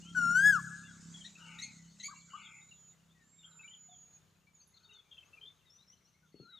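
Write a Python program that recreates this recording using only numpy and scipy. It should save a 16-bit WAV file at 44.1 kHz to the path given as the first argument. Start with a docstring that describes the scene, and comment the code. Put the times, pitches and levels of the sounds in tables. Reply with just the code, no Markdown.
"""Dawn over open country. Soft bumps on the microphone open, as a cuckoo's one loud swooping tone rings in the trees.
A distant engine putters as a harmonic series; a high noise hiss over still air holds, then dies away.
Then come hoarse squawks of harmonics and noise, low yelps and thin whistles; small birds chatter in gliding tones,
and far ones hoot, slur, chirp and rasp in narrow noise bands. Later a faint insect tone comes and goes and
one tiny snap ticks; near the end come more bumps, then two birds whistle at once."""
import sys
import numpy as np
from scipy import signal
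from scipy.fft import rfft, irfft, next_fast_len
from scipy.io import wavfile
from scipy.ndimage import uniform_filter1d, map_coordinates

SR = 44100
rng = np.random.default_rng(int(sys.argv[2]) if len(sys.argv) > 2 else 0)


def unload_audio(sound):
    """Save the sound as a 16-bit wav file, at the path given as the first command line argument."""
    columns = np.transpose(np.atleast_2d(sound))
    # keep every value between -1 and 1, then stretch to whole-number steps
    steps = np.round(np.clip(columns, -1, 1) * 32767)
    wavfile.write(sys.argv[1], SR, steps.astype(np.int16))


N = 290619  # length in samples
VOICE_ATTACK_S, VOICE_RELEASE_S = 0.0031, 0.0048  # end fades of the cuckoo and of the two phrases


def amp(db):
    """Decibels to gain."""
    return 10 ** (np.asarray(db) / 20)


def unit(x):
    """Scale to rms 1."""
    return x / np.sqrt(np.mean(x ** 2) + 1e-20)


def along(points, hz):
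    """Read (Hz, value) points on a log frequency axis."""
    f, v = np.transpose(points)
    return np.interp(np.log(hz + 1), np.log(f + 1), v)


def curves(rows, t):
    """Each column after the time, read at the times t."""
    s, *cols = np.transpose(rows)
    return [np.interp(t, s, c) for c in cols]


def wobble(rate, n):
    """A smooth random curve of n samples, rate knots a second."""
    knots = rng.standard_normal(int(n * rate / SR) + 4)
    return map_coordinates(knots, [np.arange(n) * rate / SR])


def filtered(x, response):
    """Filter x by a response given as a function of frequency."""
    m = next_fast_len(N + SR // 2)
    spectrum = rfft(x, m) * response(np.fft.rfftfreq(m, 1 / SR))
    return irfft(spectrum, m)[..., :N]


def add(track, s, sound):
    """Mix a sound into a track at s seconds."""
    part = track[max(0, round(s * SR)):][:len(sound)]
    part += sound[:len(part)]


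def turns(hz):
    """Phase of a moving frequency."""
    return 2 * np.pi * np.cumsum(hz) / SR


def tone(phase):
    """A sine of rms 1."""
    return np.sqrt(2) * np.sin(phase)


def gate(t, attack_s, release_s):
    """Straight fades at both ends of the times t."""
    return np.clip(np.minimum((t - t[0]) / attack_s, (t[-1] - t) / release_s), 0, 1)


def noise(colour, width):
    """Coloured stereo noise; width is the side's share."""
    mid, side = filtered(rng.standard_normal((2, N)), lambda hz: amp(along(colour, hz)))
    return unit(mid) + width * np.outer([1, -1], unit(side))


def patchy(x, depth_db):
    """Break a stereo noise into brief, narrow patches of random gain."""
    z = signal.stft(x, nperseg=512)[2]
    field = uniform_filter1d(rng.standard_normal(z.shape[1:]), size=3, axis=0)  # over frequency
    field = uniform_filter1d(field, size=8, axis=1)  # over time
    return unit(signal.istft(z * amp(depth_db * unit(field)), nperseg=512)[1][:, :N])


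def note(length, pitch_hz, glide, arch, rough, rough_rate):
    """Phase and swell of one note: its pitch glides, droops at both ends by the share arch, and trembles."""
    u = np.linspace(-1, 1, max(8, int(length * SR)))
    hz = pitch_hz * (1 + glide * u / 2 - arch * u ** 2)
    phase = turns(hz * (1 + rough * wobble(rough_rate, len(u))))
    return phase, signal.windows.tukey(len(u), .45)


def notes(rows, arch, rough, rough_rate, flutter_db):
    """Single-tone notes with a fluttering level, from rows (start_s, length_s, pitch_hz, level_db, glide)."""
    out = np.zeros(N)
    for s, length, hz, db, glide in rows:
        phase, swell = note(length, hz, glide, arch, rough, rough_rate)
        level = amp(db + flutter_db * wobble(110.0, len(swell)))
        add(out, s, swell * level * tone(phase))
    return out


# The cuckoo's swooping pitch: (time_s, pitch_hz)
CUCKOO_PITCH = [(0.168, 1495), (0.21, 1412), (0.27, 1380), (0.335, 1421), (0.42, 1613), (0.48, 1709),
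                (0.52, 1632), (0.56, 1373)]
# Its loudness through the call: (time_s, level_db)
CUCKOO_LEVEL = [(0.148, -42), (0.171, -29.5), (0.19, -26.5), (0.204, -34.5), (0.225, -29), (0.325, -29),
                (0.341, -34.5), (0.357, -23.5), (0.389, -23.5), (0.421, -28), (0.46, -19), (0.509, -22.5),
                (0.52, -35), (0.528, -26.5), (0.567, -30), (0.605, -49.5)]
# Its harmonics 2 to 8, against the fundamental: (db_at_lowest_pitch, db_at_highest_pitch)
CUCKOO_OVERTONES = [(-31, -28.5), (-38, -26.5), (-25, -24), (-22, -28), (-33, -46), (-37, -36.5),
                    (-44.5, -47)]
FINAL_DROP_HZ_PER_S = 7500  # steady fall after the last pitch point


def cuckoo(jitter=0.0021, crack=0.033, crack_s=.017, flutter_db=3, dull_db_per_hz=0.1):
    """A swooping tone and, apart from it, weak overtones that shift with the pitch and flutter through the leaves."""
    t = np.arange(CUCKOO_LEVEL[0][0], CUCKOO_LEVEL[-1][0], 1 / SR)
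    drop_hz = FINAL_DROP_HZ_PER_S * np.maximum(t - CUCKOO_PITCH[-1][0], 0)
    pitch, = curves(CUCKOO_PITCH, t)
    height = (pitch - pitch.min()) / np.ptp(pitch)
    hz = uniform_filter1d(pitch - drop_hz, size=1000, mode="nearest")
    level_db, = curves(CUCKOO_LEVEL, t)
    swell = gate(t, VOICE_ATTACK_S, VOICE_RELEASE_S) * amp(level_db)
    unsteady = jitter + crack * np.exp(-(t - t[0]) / crack_s)  # the voice cracks as it starts
    phase = turns(hz * (1 + unsteady * wobble(560, len(t))))
    fundamental, overtones = np.zeros((2, N))
    add(fundamental, t[0], swell * tone(phase))
    for k, (low_db, high_db) in enumerate(CUCKOO_OVERTONES, 2):
        db = low_db + height * (high_db - low_db)
        db = db - dull_db_per_hz * drop_hz + flutter_db * wobble(160, len(t))
        add(overtones, t[0], swell * tone(k * phase) * amp(db))
    return fundamental, overtones


# Hoarse cries: (start_s, length_s, pitch_hz, level_db before the harmonics' own levels, force 0-1)
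SQUAWK_CRIES = [(1.241, 0.043, 1960, -47, 0.24), (1.584, 0.028, 1967, -43.5, 0.08),
                (1.613, 0.046, 2204, -43.5, 0.77), (1.996, 0.02799, 2042, -45.5, 0.05),
                (2.026, 0.059, 2309, -45, 0.86)]
# Harmonics 1 to 3 of a squawk without force: [level_db of each]
SOFT_HARMONICS = [-15, -5.5, -24]
# The same harmonics at full force: [level_db of each]
FORCED_HARMONICS = [-3.5, -5.5, 1.5]
# Relative colour of the squawks' hoarse noise: (frequency_hz, level_db)
HOARSE_COLOUR = [(1500, -44.5), (2400, 0.5), (3600, 15), (4400, 15), (5200, -42), (6500, 21), (7800, 6.5),
                 (9500, -7.5), (15000, -31)]


def squawks(scoop=.12, forced_scoop=.18, droop=.07, rough=.011, flutter_db=1.8,
            top_db=-22, fall_db=-4, hoarse_db=-6.5):
    """Short hoarse cries that leap to their pitch and hold it; force deepens the leap and changes the harmonics."""
    out, effort = np.zeros((2, N))
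    for s, length, hz, db, force in SQUAWK_CRIES:
        u = np.linspace(0, 1, int(length * SR))
        leap = (scoop + force * forced_scoop) * (1 - u) ** 5
        shape = 1 - leap - droop * u ** 5
        phase = turns(hz * shape * (1 + rough * wobble(1195, len(u))))
        swell = signal.windows.tukey(len(u), .5)
        levels = [soft + force * (forced - soft)
                  for soft, forced in zip(SOFT_HARMONICS, FORCED_HARMONICS)]
        third_db = levels[-1]
        levels += [third_db + top_db, third_db + top_db + fall_db]  # harmonics 4 and 5
        for k, level in enumerate(levels, 1):
            gain = amp(db + level + flutter_db * wobble(400, len(u)))
            add(out, s, swell * gain * tone(k * phase))
        add(effort, s, swell * amp(db + hoarse_db))
    breath = patchy(noise(HOARSE_COLOUR, width=0), depth_db=7.5)[0]
    return out + uniform_filter1d(effort, size=1100) * breath


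# Low yelps: (start_s, length_s, pitch_hz, level_db, glide as a share of the pitch)
YELP_NOTES = [(2.082, 0.02335, 1180, -51, 0.035), (2.095, 0.04974, 1606, -64.5, 0.12),
              (2.108, 0.038, 1191, -54, -0.33335), (2.33, 0.0474, 1227, -48, 0.207),
              (2.372, .045, 1188, -59.5, -0.078)]


def yelps():
    """Brief low tones whose pitch arches strongly and trembles fast."""
    return notes(YELP_NOTES, arch=0.07, rough=0.022, rough_rate=2000, flutter_db=2)


# A small bird's quick notes: (start_s, length_s, pitch_hz, level_db, glide as a share of the pitch)
CHATTER_NOTES = [(.83, 0.051, 2734, -65, 0.1139), (1.139, 0.02817, 3330, -52, -0.042),
                 (1.205, 0.024, 3183, -52, -0.07446), (1.352, 0.021, 2645, -55, 0.0862),
                 (2.425, 0.045, 3406, -65, -0.14), (2.447, 0.036, 3424, -56, -0.1843),
                 (2.61, 0.02542, 3751, -68, 0.0201), (2.71, 0.022, 2800, -60.5, -0.053),
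                 (3.43, 0.016646, 2890, -63, 0.0139), (3.44, 0.025, 3243, -56.5, -0.0042),
                 (3.51, 0.03, 3930, -70, -0.12), (3.59, 0.0275, 2610, -55, 0.016),
                 (3.62, 0.029, 3810, -71, 0.037), (3.63, 0.036, 2308, -55.5, 0.13),
                 (3.676, 0.016, 2950, -53.5, 0.0392), (3.695, 0.039, 3090, -63.5, 0.0201),
                 (3.73, 0.026, 3237, -56.5, -0.25), (4.735, 0.05484, 4163, -68, -0.087),
                 (4.768, 0.012, 4430, -64, -0.037), (4.77, 0.01701, 3740, -66, -0.1),
                 (4.828, 0.03, 4400, -66, 0.085), (4.845, 0.023335, 3700, -62, -0.0227),
                 (4.888, 0.034, 2720, -64, -0.0902), (4.922, 0.01763, 2935, -63.5, 0.058),
                 (4.942, 0.037, 4320, -70.5, 0.05), (5.1, 0.072, 3518, -67, -0.058),
                 (5.108, 0.04454, 2804, -73.5, -0.1125), (5.112, 0.026, 3280, -54.5, -0.03),
                 (5.169, 0.01868, 2720, -61, -0.055), (5.178, 0.017883, 3146, -54, -0.069),
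                 (5.226, 0.01645, 2640, -62, -0.0192), (5.329, 0.028, 2675, -55.5, 0.04),
                 (5.371, 0.021, 2428, -57.5, 0.0082), (5.408, 0.041, 3166, -53.5, 0.049),
                 (5.451, 0.0178, 3430, -57, 0.16), (5.469, 0.021, 3541, -51.5, 0.067),
                 (5.926, 0.02094, 3013, -70.5, 0.0641)]


def chatter(slap_s=.027, slap_db=-12):
    """A small bird's quick notes, each thrown back once by a tree close by."""
    direct = notes(CHATTER_NOTES, arch=.02, rough=.013, rough_rate=600, flutter_db=1.5)
    out = direct.copy()
    add(out, slap_s, amp(slap_db) * direct)
    return out


# Long thin whistles: (top_s, top_pitch_hz, final_level_db before the release)
WHISTLE_TOPS = [(2.081, 7624, -62.5), (3.34, 7450, -58.5)]
WHISTLE_RISE_S, WHISTLE_HOLD_S, WHISTLE_RELEASE_S = 0.15, 0.84892, 0.03041  # the release ends the hold
WHISTLE_SCOOP, WHISTLE_SAG, WHISTLE_SAG_S = .12, .145, .65  # scoop and sag are shares of the top pitch
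WHISTLE_SWELL_DB_PER_S = 10


def whistles(jitter=0.0033, flutter_db=1.5):
    """Each whistle scoops up to its top, then sinks ever more slowly while it swells."""
    out = np.zeros(N)
    t = np.arange(-WHISTLE_RISE_S, WHISTLE_HOLD_S, 1 / SR)  # seconds from the top
    rise = 1 - WHISTLE_SCOOP * (t / WHISTLE_RISE_S) ** 2
    sink = 1 - WHISTLE_SAG * (1 - np.exp(-t / WHISTLE_SAG_S))
    shape = np.where(t < 0, rise, sink)
    swell = amp(WHISTLE_SWELL_DB_PER_S * (t - WHISTLE_HOLD_S))
    swell = swell * gate(t, WHISTLE_RISE_S, WHISTLE_RELEASE_S)
    for s, hz, db in WHISTLE_TOPS:
        phase = turns(hz * shape * (1 + jitter * wobble(165.7, len(t))))
        level = amp(db + flutter_db * wobble(30.93, len(t)))
        add(out, s - WHISTLE_RISE_S, swell * level * tone(phase))
    return out


# A high whistle that sinks and plunges: (time_s, pitch_hz, level_db)
SINKING_PHRASE = [(6.32, 4420, -80), (6.42, 4330, -65), (6.495, 3998, -71), (6.525, 3850, -58.5),
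                  (6.57, 3751, -56), (6.595, 3230, -63)]
# A low whistle that rises and falls: (time_s, pitch_hz, level_db)
WAVY_PHRASE = [(6.401, 1270, -78), (6.44, 1420, -71), (6.465, 1342, -64.5), (6.51, 1570, -69),
               (6.535, 1366, -63.5), (6.566, 1210, -74.5)]


def phrases(jitter=.004, flutter_db=1.8):
    """Two birds whistle at once, each a single tone along its own pitch and level curve."""
    out = np.zeros(N)
    for rows in (SINKING_PHRASE, WAVY_PHRASE):
        t = np.arange(rows[0][0], rows[-1][0], 1 / SR)
        hz, db = curves(rows, t)
        phase = turns(hz * (1 + jitter * wobble(297, len(t))))
        level = amp(db + flutter_db * wobble(71, len(t)))
        add(out, t[0], gate(t, VOICE_ATTACK_S, VOICE_RELEASE_S) * level * tone(phase))
    return out


# Falling slurs: (start_s, length_s, pitch_hz, level_db)
FALLING_SLURS = [(0.807, 0.12, 3500, -71), (3.133, 0.16253, 1841, -76.5), (3.377, 0.0997, 3520, -69.5),
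                 (3.887, 0.078, 3449, -67), (4.527, 0.13346, 6560, -65.5), (4.89, 0.13, 3627, -63),
                 (5.648, 0.0801, 3684, -73.5), (6.225, 0.04611, 1446, -74.5)]
# Rising slurs: (start_s, length_s, pitch_hz, level_db)
RISING_SLURS = [(.01, 0.12, 3070, -59.5), (3.091, 0.04602, 3509, -75), (4.597, 0.03685, 4509, -72),
                (4.932, 0.015, 6444, -65.5), (5.248, 0.046, 6610, -75), (5.242, 0.18, 1238, -82),
                (5.691, 0.1, 5720, -68), (5.775, 0.075, 3850, -70.5), (5.867, 0.088, 5790, -66.5),
                (6.043, 0.06744, 5970, -74)]
FALL_GLIDE, RISE_GLIDE = -0.15, .18  # shares of the pitch


def slurs():
    """Clear drawn-out notes; all falling ones share one glide, all rising ones another."""
    rows = [(*row, FALL_GLIDE) for row in FALLING_SLURS]
    rows += [(*row, RISE_GLIDE) for row in RISING_SLURS]
    return notes(rows, arch=0.013, rough=0.007, rough_rate=300, flutter_db=3)


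# Far birds' held notes: (start_s, length_s, pitch_hz, level_db)
HOOT_NOTES = [(0.033, 0.19, 1369, -69), (2.081, 0.2, 2295, -72), (2.135, 0.066, 2770, -72.5),
              (3.882, 0.071, 730, -66.5), (4.467, 0.029, 2316, -71), (4.872, 0.12, 415.4, -79.5),
              (5.369, 0.0908, 425, -78)]


def hoots():
    """Soft notes without a glide, slightly arched in pitch."""
    rows = [(*row, 0) for row in HOOT_NOTES]
    return notes(rows, arch=0.023, rough=0.0029, rough_rate=64, flutter_db=5.0)


# Far rasping calls: (start_s, level_db before the trim, change_db of the upper bands)
RASP_CALLS = [(1.36, -61, 5.5), (2.264, -63, 6), (3.419, -71, -23), (4.741, -75, -26)]
# The noise bands of every rasp: (delay_s, length_s, pitch_hz, level_db, knots_per_s of the random swing)
RASP_NOISE_BANDS = [(-.01, 0.299, 1386, 2, 380), (0.032, 0.226, 900, -8, 110), (0.025, 0.18, 2860, 1, 320),
                    (0.079, 0.31, 2530, -3.5, 360), (0.075, .33, 2230, 0, 312),
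                    (0.26, 0.115, 860, -12.5, 130)]


def rasps(trim_db=-4.0, glide=-0.0645, upper_hz=1800):
    """Distance blurs each harsh call into a few narrow, sinking bands of noise."""
    out = np.zeros(N)
    for s, db, upper_db in RASP_CALLS:
        for delay, length, hz, band_db, knots in RASP_NOISE_BANDS:
            phase, swell = note(length, hz, glide, 0, 0.0118, 197.0)
            band = wobble(knots, len(swell)) * np.sin(phase)
            band = band + wobble(knots, len(swell)) * np.cos(phase)
            level_db = db + trim_db + band_db + upper_db * (hz > upper_hz)
            add(out, s + delay, swell * amp(level_db) * band)
    return out


def chorus(count=200, low_hz=2000, high_hz=4500, glide=0.11, arch=0.015, early_db=-75, late_db=-83,
           fade_start_s=2.57, fade_s=0.34, scatter_db=2):
    """Many far birds chirp at random, more loudly in the first seconds."""
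    level_dice, length_dice, glide_dice = rng.standard_normal((count, 3)).T
    when, pitch = rng.uniform(0, 1, (count, 2)).T
    s = (np.arange(count) + when) * N / SR / count  # one chirp in each equal slot
    db = np.interp(s, [fade_start_s, fade_start_s + fade_s], [early_db, late_db])
    db = db + scatter_db * level_dice
    length = 0.019 * np.exp(0.57 * length_dice)
    hz = low_hz * (high_hz / low_hz) ** pitch
    rows = np.transpose([s, length, hz, db, glide * glide_dice])
    return notes(rows, arch, rough=0.031, rough_rate=1600, flutter_db=3.0)


def insect(pitch_hz=6470, level_db=-84.0, start_s=4.63, rough=.008):
    """A faint trembling tone that comes and goes in random bouts late in the scene."""
    t = np.arange(N) / SR
    bouts = np.clip(wobble(14, N) + .2, 0, 1)
    phase = turns(pitch_hz * (1 + rough * wobble(620, N)))
    return (t > start_s) * bouts * amp(level_db) * tone(phase)


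def tick(s=4.672, db=-69, t60=0.15, hz=10550, knots_per_s=2000):
    """One tiny bright snap, a short decaying band of noise."""
    out, t = np.zeros(N), np.arange(SR // 2) / SR
    add(out, s, amp(db - 60 * t / t60) * wobble(knots_per_s, len(t)) * tone(2 * np.pi * hz * t))
    return out


# Soft knocks on the microphone: (start_s, level_db before the band filter, pitch_hz, t60_s)
MICROPHONE_BUMPS = [(.184, -43.5, 242.2, 0.11), (0.245, -43, 234, 0.2), (0.305, -38, 205, 0.099),
                    (6.343, -39, 348.1, 0.015), (6.399, -37, 350, 0.015), (6.403, -45, 136, 0.08274)]


def bumps(rustle=0.13, low_hz=130, high_hz=480):
    """Dull, quickly damped knocks with a little rubbing after them, heard through the camera's case."""
    out, t = np.zeros(N), np.arange(SR // 5) / SR
    onset = 1 - np.exp(-t / 0.0002)
    for s, db, hz, t60 in MICROPHONE_BUMPS:
        knock = np.sin(2 * np.pi * hz * t) * amp(-60 * t / t60)
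        rub = rustle * wobble(903, len(t)) * amp(-60 * t / 0.26)
        add(out, s, amp(db) * (knock + rub) * onset)
    case = signal.butter(2, [low_hz, high_hz], "band", fs=SR, output="sos")
    return signal.sosfilt(case, out)


# The distant engine's speed: (time_s, firings_per_s)
FIRING_RATE = [(0, 34.2), (3.3, 33), (4.2, 31.7), (6.6, 31.4)]
# Its loudness before the trim: (time_s, level_db)
ENGINE_LEVEL = [(0.0, -53.5), (0.09, -53), (0.27, -44), (0.37, -48), (0.48, -46), (0.7, -54), (1.0, -55),
                (1.09, -49.5), (1.33, -63.5), (1.62, -55.5), (1.9, -63.5), (3.8, -73.5), (3.95, -70),
                (5.05, -79.5), (6.25, -75)]
# Relative colour of the exhaust, for thumps and rumble: (frequency_hz, level_db)
EXHAUST_COLOUR = [(34, -45), (67, -12.5), (101, -12), (135, -5), (168, 3), (203, -4.5), (237, -11.5),
                  (280, -17.5), (380, -28), (520, -45)]
# The exhaust's boom swells and sinks: (time_s, change_db of the booming harmonic)
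BOOM_SWELL = [(0.42, -3.5), (0.65, 10), (0.92, 2.5), (1.06, -12), (1.6, 0)]
BOOM_HARMONIC = 4


def engine(trim_db=-1.0, rumble_db=-14.0, waver_db=3.0):
    """Each firing thumps the exhaust; the harmonics fade in and out with distance, and one of them booms."""
    t = np.arange(N) / SR
    rate, = curves(FIRING_RATE, t)
    db, = curves(ENGINE_LEVEL, t)
    boom_db, = curves(BOOM_SWELL, t)
    phase = turns(rate)
    thumps = np.zeros(N)
    for k in range(2, 15):
        harmonic_db = along(EXHAUST_COLOUR, k * rate) + boom_db * (k == BOOM_HARMONIC)
        harmonic_db = harmonic_db + waver_db * wobble(7, N)
        thumps += amp(harmonic_db) * np.cos(k * phase + .45 * wobble(6, N))
    rumble = amp(rumble_db) * noise(EXHAUST_COLOUR, width=0.94)
    return amp(db + trim_db) * (unit(thumps) + rumble)


# Relative colour of the high hiss: (frequency_hz, level_db)
HISS_SPECTRUM = [(1800, -10), (2600, -10.5), (4700, -5), (5200, -4), (6000, -1.5), (6900, 6.5), (8200, -5),
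                 (9200, -18), (12000, -38.5), (15000, -44.5)]
# Relative colour of the still air: (frequency_hz, level_db per Hz)
AIR_SPECTRUM = [(25, -10.5), (45, -2.5), (70, 7), (150, 5.5), (250, -4.5), (400, -3), (750, -7),
                (1300, -4.5), (2000, -10), (3400, -9.5), (5200, -14.5), (6600, -11), (8300, -19.5),
                (15000, -23)]
HISS_DB, HISS_HOLD_S, HISS_FADE_DB_PER_S = -61.5, 1.34, 11.5


def background(air_db=-75):
    """Still morning air as coloured noise, and a high patchy hiss that holds, then dies away."""
    t = np.arange(N) / SR
    db = HISS_DB - HISS_FADE_DB_PER_S * np.maximum(t - HISS_HOLD_S, 0)
    flicker_db = 1.2 * wobble(8, N) + 1.2 * wobble(70, N)
    hiss = amp(db + flicker_db) * patchy(noise(HISS_SPECTRUM, width=.2), depth_db=4.0)
    air = amp(air_db + 1.6 * wobble(3.6, N)) * noise(AIR_SPECTRUM, width=0.41)
    return hiss + air


# Ringing of the tree line: (frequency_hz, t60_s)
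TREE_LINE = [(300, 0.34), (1500, 1.3), (2300, 0.36), (3000, 0.49), (5000, 0.68), (7000, 1.7), (10000, 0.71)]


def outdoors(x, near_db, far_db, near_t60=0.2, width=0.21):
    """Nearby leaves scatter the sound at once; the tree line rings on, each pitch with its own decay."""
    hz, t, z = signal.stft(rng.standard_normal((2, SR)), SR, nperseg=256)
    decay = amp(-60 * t / along(TREE_LINE, hz)[:, None])
    build_up = 1 - np.exp(-t / 0.098)
    far = signal.istft(z * decay * build_up, SR, nperseg=256)[1][:, :SR]
    t = np.arange(SR) / SR
    near = rng.standard_normal((2, SR)) * amp(-60 * t / near_t60) * (1 - np.exp(-t / 0.0033))
    tail = amp(near_db) * near / np.linalg.norm(near[0])
    tail = tail + amp(far_db) * far / np.linalg.norm(far[0])
    mid, side = signal.fftconvolve(x[None], tail, axes=1)[:, :N]
    return x + mid + width * np.outer([1, -1], side)


# Clumps of trees that answer the cuckoo and the squawks: (delay_s, level_db before each send)
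TREE_CLUMPS = [(.12, -23), (.25, -32), (.36, -32.5), (0.549, -55)]


def echoes(x, smear_t60=.17):
    """Each clump of trees sends back one smeared copy."""
    response, t = np.zeros(SR), np.arange(SR // 5) / SR
    for delay, db in TREE_CLUMPS:
        burst = rng.standard_normal(len(t)) * amp(-60 * t / smear_t60)
        add(response, delay, amp(db) * burst / np.linalg.norm(burst))
    return signal.fftconvolve(x, response)[:N]


# Stereo lean of everything but the engine: (frequency_hz, left_minus_right_db)
STEREO_LEAN = [(100, 4.5), (250, 5.5), (700, 4), (1300, 7), (2400, 4), (4400, 4.5), (6000, 3.5),
               (8000, -11), (11000, -14.5), (15000, 5)]


def scene():
    """Birds among trees, with air, insect, snap and bumps leaning left except in part of the treble; engine added."""
    fundamental, overtones = cuckoo()
    birds = outdoors(fundamental, near_db=-18, far_db=-28.5) + echoes(fundamental)
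    birds += outdoors(overtones, near_db=-10, far_db=-16)
    harsh = squawks()
    birds += outdoors(harsh, near_db=-7, far_db=-18) + amp(5) * echoes(harsh)
    birds += outdoors(yelps(), near_db=-6, far_db=-25)
    birds += outdoors(chatter(), near_db=-11, far_db=-17)
    birds += outdoors(whistles(), near_db=-7.5, far_db=-26.5)
    birds += outdoors(slurs() + phrases(), near_db=-8, far_db=-13)
    birds += outdoors(hoots(), near_db=-4, far_db=-12)
    birds += outdoors(rasps(), near_db=-6.5, far_db=-16.0)
    birds += outdoors(chorus(), near_db=-2, far_db=-8)

    def lean(hz):
        """Left and right gains whose mean is 1."""
        sides = amp(np.outer([.5, -.5], along(STEREO_LEAN, hz)))
        return sides / sides.mean(0)

    return filtered(birds + background() + insect() + tick() + bumps(), lean) + engine()


def record(dry, self_noise_db=-86, top_hz=15400):
    """Each microphone adds its own faint hiss; nothing above the band limit is kept."""
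    self_noise = amp(self_noise_db) * rng.standard_normal((2, N))
    return filtered(dry + self_noise, lambda hz: hz < top_hz)


dry = scene()
out = record(dry)
unload_audio(out)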